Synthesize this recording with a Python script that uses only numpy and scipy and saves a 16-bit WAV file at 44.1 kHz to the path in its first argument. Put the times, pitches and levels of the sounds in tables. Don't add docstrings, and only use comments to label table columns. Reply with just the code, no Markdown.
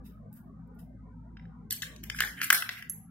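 import sys
import numpy as np
from scipy import signal
from scipy.io import wavfile
from scipy.ndimage import uniform_filter1d

SR = 44100
rng = np.random.default_rng(int(sys.argv[2]) if len(sys.argv) > 2 else 0)


def unload_wav(signal):
    wavfile.write(
        sys.argv[1],
        SR,
        np.round(np.clip(np.atleast_2d(signal).T, -1, 1) * 32767).astype(np.int16),
    )


def field_ratio(decibels):
    return 10 ** (np.asarray(decibels, dtype=float) / 20)


N = 136710

# f/Hz, level/dB, t60/s
CHUTE_MODES = [(4120, -14.5, 0.0085), (5182, -5, 0.0073), (5643, -9.5, 0.048), (7166, -13, 0.019),
               (8460, -17.5, 0.012)]
# f/Hz, level/dB, t60/s
COIN_MODES = [(8400, -2, .012), (9900, -2, .012), (11100, -1, .014), (12300, -2, .01), (13450, -1, .012),
              (14700, -2, .01)]
# f/Hz, level/dB, t60/s
FLAP_MODES = [(1800, 5, .02), (2650, 1, .025), (3050, 2, .03), (3850, -2, .03), (5050, -7, .025),
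              (5350, -4, .03)]
DETUNE = 0.035
CABINET_APART = .3
LEFT_RIGHT = np.array([[1], [-1]])


def evened(x):
    return x / np.sqrt(np.mean(x ** 2) + 1e-20)


def read(points, hz):
    f, value = np.transpose(points)
    return np.interp(np.log(hz + 1), np.log(f + 1), value)


def add(mix, s, sound):
    part = mix[:, round(s * SR):][:, :sound.shape[1]]
    part += sound[:, :part.shape[1]]


def band(x, lo_hz, hi_hz):
    return signal.sosfilt(signal.butter(3, [lo_hz, min(hi_hz, 20000)], "band", fs=SR, output="sos"), x)


def resonate(x, hz, width):
    turn = np.exp(2j * np.pi * np.cumsum(hz) / SR)
    r = np.exp(-np.pi * width / SR)
    return (turn * signal.lfilter([1], np.convolve([1, -r], [1, -r]), x / turn)).real


def air():
    # f/Hz, level/dB
    colour = [(25, -28.5), (50, -10.5), (165, 0.5), (250, -9), (330, -24.5), (1400, -33), (2300, -53),
              (9500, -58.5)]
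    # f/Hz, correlation
    likeness = [(60, 0.77), (240, 0.73), (950, 0.12), (3770, 0.16), (15000, -0.043)]
    level_db, patch_db, hiss_top_hz = -54.5, 10, 9900
    frames, hz = N // 256 + 5, np.fft.rfftfreq(1024, 1 / SR)
    a, b, c, d, patches = rng.standard_normal((frames, 513, 5)).T
    patches = uniform_filter1d(patches, size=2, axis=0)
    patches = evened(uniform_filter1d(patches, size=14, axis=1))
    patchy = ((hz > 300) & (hz < 2400))[:, None]
    same = np.clip(read(likeness, hz), -1, 1)[:, None]
    left = a + 1j * b
    right = same * left + np.sqrt(1 - same ** 2) * (c + 1j * d)
    gain_db = read(colour, hz)[:, None] + patch_db * np.clip(patches, -2, 2) * patchy
    gain_db = gain_db - 11.0 * (hz > hiss_top_hz)[:, None]
    z = np.array([left, right]) * field_ratio(gain_db)
    return field_ratio(level_db) * evened(signal.istft(z, nperseg=1024, noverlap=768)[1][:, :N])


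def motor():
    # t/s, f/Hz, level/dB
    first_order = [(0.0, 54, -44.5), (0.02, 59.4, -52), (0.25, 51.62, -55), (0.32, 57.73, -98),
                   (0.44, 57.94, -57), (1.28, 55.9, -50.5), (1.76, 56.3, -59), (2.04, 57.4, -50.5),
                   (2.3, 53.23, -48), (2.37, 62.3, -56), (2.46, 59.8, -93), (2.55, 56.54, -68),
                   (2.97, 54.84, -60), (3.1, 58.7, -62)]
    # multiple of the first, width/Hz, level/dB
    higher_orders = [(2, 18, -56.5), (2.95, 12, -54.5), (3.8, 40.6, -56.5), (4.4, 15, -59.5)]
    t = np.arange(N) / SR
    s, hz, db = np.transpose(first_order)
    hz = np.interp(t, s, hz)
    hum = np.sqrt(2) * field_ratio(np.interp(t, s, db)) * np.sin(2 * np.pi * np.cumsum(hz) / SR)
    out = np.array([hum, hum])
    for multiple, width, level_db in higher_orders:
        noise = rng.standard_normal((3, N))
        nearly_mono = noise[0] + 0.018 * noise[1:]
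        out = out + field_ratio(level_db) * evened(resonate(nearly_mono, multiple * hz, width))
    return out


def room(x):
    # f/Hz, t60/s
    decay = [(500, 0.36), (1500, 0.38), (4000, 0.34), (8000, 0.31), (15000, 0.27)]
    # f/Hz, level/dB
    tint = [(500, 12), (1500, 1.5), (4000, 1.5), (8000, 0), (15000, 6)]
    gap_s, rise_s = .007, .012
    out = np.zeros((2, N))
    turn = np.arange(N) / SR * 9
    build_up = np.clip((np.arange(SR) / SR - gap_s) / rise_s, 0, 1)
    for k in range(3):
        taps = rng.choice([-1., 1.], (2, SR)) * (rng.random((2, SR)) < .1)
        hz, t, z = signal.stft(taps, SR, nperseg=256)
        z = z * field_ratio(read(tint, hz)[:, None] - 60 * t / read(decay, hz)[:, None])
        tail = signal.istft(z, SR, nperseg=256)[1][:, :SR] * build_up
        tail = tail / np.linalg.norm(taps[0, :2000])
        share = np.sqrt(2 / 3) * np.cos(turn + k * np.pi / 3)
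        out += signal.fftconvolve(x[None] * share, tail, axes=1)[:, :N]
    return out


def ring(modes, detune, apart, longest, spot_db=4):
    soft_s = 0.00081
    t = np.arange(9000) / SR
    hz, db, t60 = np.transpose(modes)[..., None]
    luck = rng.standard_normal((3, len(modes), 1))
    phase = 2 * np.pi * hz * (1 + detune * luck[0]) * t
    shape = field_ratio(db + spot_db * luck[1] - 60 * t / np.clip(t60, .004, longest))
    shape = shape * np.minimum(t / soft_s, 1)
    sides = [(shape * np.sin(phase + side * apart * luck[2])).sum(0) for side in (1, -1)]
    return np.array(sides) / np.sqrt(len(modes))


def tick(lo_hz, hi_hz):
    rise_s, fall_s, apart = 0.00032, 0.0042, .7
    t, noise = np.arange(9000) / SR, rng.standard_normal((3, 9000))
    shape = np.minimum(t / rise_s, 1) * np.exp(-t / fall_s)
    return band((noise[0] + apart * noise[1:]) * shape, lo_hz, hi_hz)


def rustle(rise, fall, treble_db, middle_db):
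    t = np.arange(12000) / SR
    grains = rng.standard_normal((2, len(t))) * field_ratio(2 * rng.standard_normal(len(t)))
    shape = np.minimum(t / rise, 1) ** 2 * np.exp(-np.maximum(t - rise, 0) / fall)

    def rung(modes):
        body = ring(modes, .01, .6, .035)[:, :900]
        return evened(signal.fftconvolve(grains, body, axes=1)[:, :len(t)])

    treble = evened(band(grains, 10300, 19000)) + 0.33 * rung(COIN_MODES)
    middle = evened(band(grains, 2200, 7200)) + 2 * rung(CHUTE_MODES + FLAP_MODES)
    return shape * (field_ratio(treble_db) * treble + field_ratio(middle_db) * middle)


def strike(touch, cabinet_db, crack_db, coin_db, scale):
    # f/Hz, level/dB, t60/s
    cabinet_modes = [(393.5, -52, .03), (810, -30, .03), (1120, -16.5, 0.0042), (1618, -2.5, 0.054),
                     (1665, 16.5, 0.0082), (2010, 4, 0.048), (2380, -45, .014), (2487, 10, 0.0034),
                     (2932, -3.5, 0.03)]
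    # cabinet level/dB, lowest f/Hz
    reach = [(-20, 1400), (-5, 850)]
    longest_s = .018
    lowest_hz = np.interp(cabinet_db, *np.transpose(reach))
    parts = [ring(cabinet_modes, DETUNE, CABINET_APART, longest_s) + 1.0 * tick(1000, 2570),
             ring(CHUTE_MODES, DETUNE, 1, longest_s) + 0.59 * tick(2100, 6460),
             ring(COIN_MODES, DETUNE, 0.72, longest_s) + 2 * tick(7310, 15000)]
    levels_db, pans_db = (cabinet_db, crack_db, coin_db), (-0.23, 2, -1)
    out = 0
    for db, pan_db, part in zip(levels_db, pans_db, parts):
        part = signal.fftconvolve(part[:, :2000], touch[None], axes=1)
        part = band(band(part, lowest_hz, 28000), lowest_hz, 28000)
        out = out + field_ratio(db + pan_db * LEFT_RIGHT) * part / scale(part)
    return out


def roll(length, cabinet_db, crack_db, coin_db):
    touch_share, fade_db, edge = .06, -25.5, 0.13
    u = np.arange(6000) / SR / length
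    touch = rng.standard_normal(6000) * (rng.random(6000) < touch_share)
    touch = touch * field_ratio(fade_db * u) * np.clip(np.minimum(u, 1 - u) / edge, 0, 1)
    return strike(touch, cabinet_db, crack_db, coin_db,
                  lambda p: np.linalg.norm(p) / np.sqrt(2 * length * SR))


def knock(cabinet_db, crack_db, coin_db):
    chatter_s = .0011
    touch = rng.standard_normal(400) * (rng.random(400) < .04) * np.exp(-np.arange(400) / SR / chatter_s)
    touch[0] = 1.5
    return strike(touch, cabinet_db + 3.5, crack_db - 1, coin_db + 1, lambda p: abs(p.mean(0)).max())


def ping():
    # f/Hz, level/dB, t60/s
    rest_modes = [(11110, 0, .12), (11290, -8, .16), (11560, -3, .11), (11640, -10, .18), (12740, -26, .1),
                  (14740, -34, .1), (15080, -32, .1), (15710, -36, .1)]
    ring_db, crack_db, pan_db = -18, -22, -2.5
    modes = ring(rest_modes, 0, .2, longest=.2, spot_db=0)
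    crack = tick(6070, 8200) + 1.35 * tick(9800, 9900) + .4 * tick(11000, 16500)
    sound = field_ratio(ring_db) * modes / abs(modes).max() + field_ratio(crack_db) * crack
    return sound * field_ratio(pan_db * LEFT_RIGHT)


def scene():
    # t/s, rise/s, fall/s, treble level/dB, middle level/dB
    rustles = [
        (0.031, 0.034, 0.031, -58, -70),
        (0.308, 0.064, 0.023, -56.5, -77.5),
        (0.3266, 0.0017, 0.004, -49, -76),
        (.338, 0.001, 0.0019, -48, -95),
        (0.67, 0.0056, 0.0042, -76.5, -100),
        (0.734, 0.016, 0.035, -76.5, -100),
        (0.782, 0.011, 0.027, -59, -74),
    ]
    # t/s, level/dB
    flap_touches = [
        (1.3708, -48),
        (1.395, -60.5),
        (1.423, -65),
        (1.454, -61.5),
    ]
    # t/s, length/s, cabinet level/dB, crack level/dB, coin level/dB
    rolls = [(1.712, 0.07, -55.5, -41.5, -42), (1.819, 0.032, -43.5, -43, -43.5),
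             (2.029, 0.041, -59.5, -66, -57), (2.145, 0.13, -55.5, -57, -53.5),
             (2.207, 0.13, -37.5, -42.5, -41.5), (2.362, 0.16, -47.5, -77.5, -59),
             (2.422, 0.068, -38, -43, -36.5), (2.528, 0.11, -31, -30.5, -25.5),
             (2.704, 0.11, -48, -71, -51.5), (2.765, 0.09, -46, -62, -55)]
    # t/s, cabinet level/dB, crack level/dB, coin level/dB
    knocks = [(1.369, -46.5, -99, -99), (1.396, -53, -99, -99), (1.4536, -56, -99, -99),
              (1.707, -47, -21.5, -20), (1.725, -77, -37, -18.5), (1.8203, -37, -21.5, -51),
              (1.828, -54, -43, -45), (1.831, -26, -54, -47), (1.9617, -66, -42, -53.5),
              (2.0368, -50, -31, -33), (2.099, -27, -26, -35.5), (2.146, -33.5, -74, -42.5),
              (2.1877, -31, -25.5, -46), (2.1901, -34, -34, -50.5), (2.1963, -30, -41.5, -65.5),
              (2.204, -23, -16.5, -18), (2.2054, -15.5, -31.5, -43.5), (2.2128, -31.5, -41.5, -49),
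              (2.221, -20.5, -41.5, -33.5), (2.2365, -19.5, -36.5, -39), (2.2467, -38, -50, -51.5),
              (2.2726, -31.5, -43, -45), (2.4024, -31, -55, -50.5), (2.4062, -33, -57, -54.5),
              (2.4074, -35, -55.5, -60), (2.4154, -15, -19.5, -24), (2.4322, -27, -30, -37.5),
              (2.4428, -36, -52, -18), (2.5025, -8, -10.5, -8.5), (2.5051, -9, -24, -21.5),
              (2.5269, -6.5, -16, -5.5), (2.529, -15, -28.5, -10), (2.5435, -38, -29, -26.5),
              (2.6229, -17, -27, -60), (2.691, -17.5, -17.5, -30.5), (2.769, -39, -61, -66.5),
              (2.8242, -32, -37.5, -41)]
    # t/s, level/dB
    thuds = [(2.204, -38.5), (2.224, -47), (2.2365, -40), (2.503, -38.5), (2.5258, -31.5), (2.691, -46.5)]
    # f/Hz, level/dB, t60/s
    floor_modes = [(367, -2.9, 0.033), (415, -2.3, 0.051), (602, 0.95, 0.039), (713, 0.067, 0.081),
                   (796, -0.69, 0.12)]
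    room_db, balance_db, fingers_to_room = -3.5, 0.82, .5
    coin = np.zeros((2, N))
    for s, *levels in knocks:
        add(coin, s, knock(*levels))
    for s, *row in rolls:
        add(coin, s, roll(*row))
    for s, db in flap_touches:
        add(coin, s, field_ratio(db) * ring(FLAP_MODES, .015, .5, .08, spot_db=2))
    for s, db in thuds:
        add(coin, s, field_ratio(db) * ring(floor_modes, DETUNE, CABINET_APART, .1))
    coin = np.array([coin[0], np.roll(coin[1], 3)])
    add(coin, 2.8967, ping())
    fingers = np.zeros((2, N))
    for s, *row in rustles:
        add(fingers, s, rustle(*row))
    walls = field_ratio(room_db) * room(coin[0] + fingers_to_room * fingers.mean(0))
    mix = coin + fingers + walls + motor() + air()
    return mix * field_ratio(balance_db / 2 * LEFT_RIGHT)


def starve(x):
    rarity, holes_from_hz, holes_over_db = .95, 1900, -80
    top_hz, top_opens_db = 15800, -27
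    hz, t, z = signal.stft(x, SR, nperseg=512)
    luck = evened(uniform_filter1d(rng.standard_normal((52, len(t))), size=13, axis=1))
    luck = np.repeat(luck, 5, axis=0)[:len(hz)]
    hz = hz[:, None]
    holes = (luck > rarity) & (hz > holes_from_hz)
    treble_db = 10 * np.log10((abs(z[:, 90:]) ** 2).sum((0, 1)) + 1e-14)
    loud = treble_db > top_opens_db
    keep = np.where(holes & ~loud & (treble_db > holes_over_db), .015, 1)
    keep = keep * np.where((hz > top_hz) & ~loud, .002, 1) * (hz < 16800)
    return signal.istft(z * keep, SR, nperseg=512)[1][:, :N]


def low_pass(x):
    return signal.sosfilt(signal.butter(12, 16970, fs=SR, output="sos"), x)


def record(dry):
    duck_at_db, duck_share, recover_db_per_s, ceiling = -37, 0.32, 30.5, .84
    power = uniform_filter1d((dry ** 2).mean(0), size=800, origin=399)
    power_db = 10 * np.log10(abs(power) + 1e-12)
    fall = np.arange(N) * recover_db_per_s / SR
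    held_db = np.maximum.accumulate(power_db + fall) - fall
    over_db = np.maximum(held_db - duck_at_db, 0)
    ducked = dry / field_ratio(duck_share * uniform_filter1d(over_db, size=1200, origin=599))
    return low_pass(starve(np.clip(ducked, -ceiling, ceiling)))


dry = scene()
out = record(dry)
unload_wav(out)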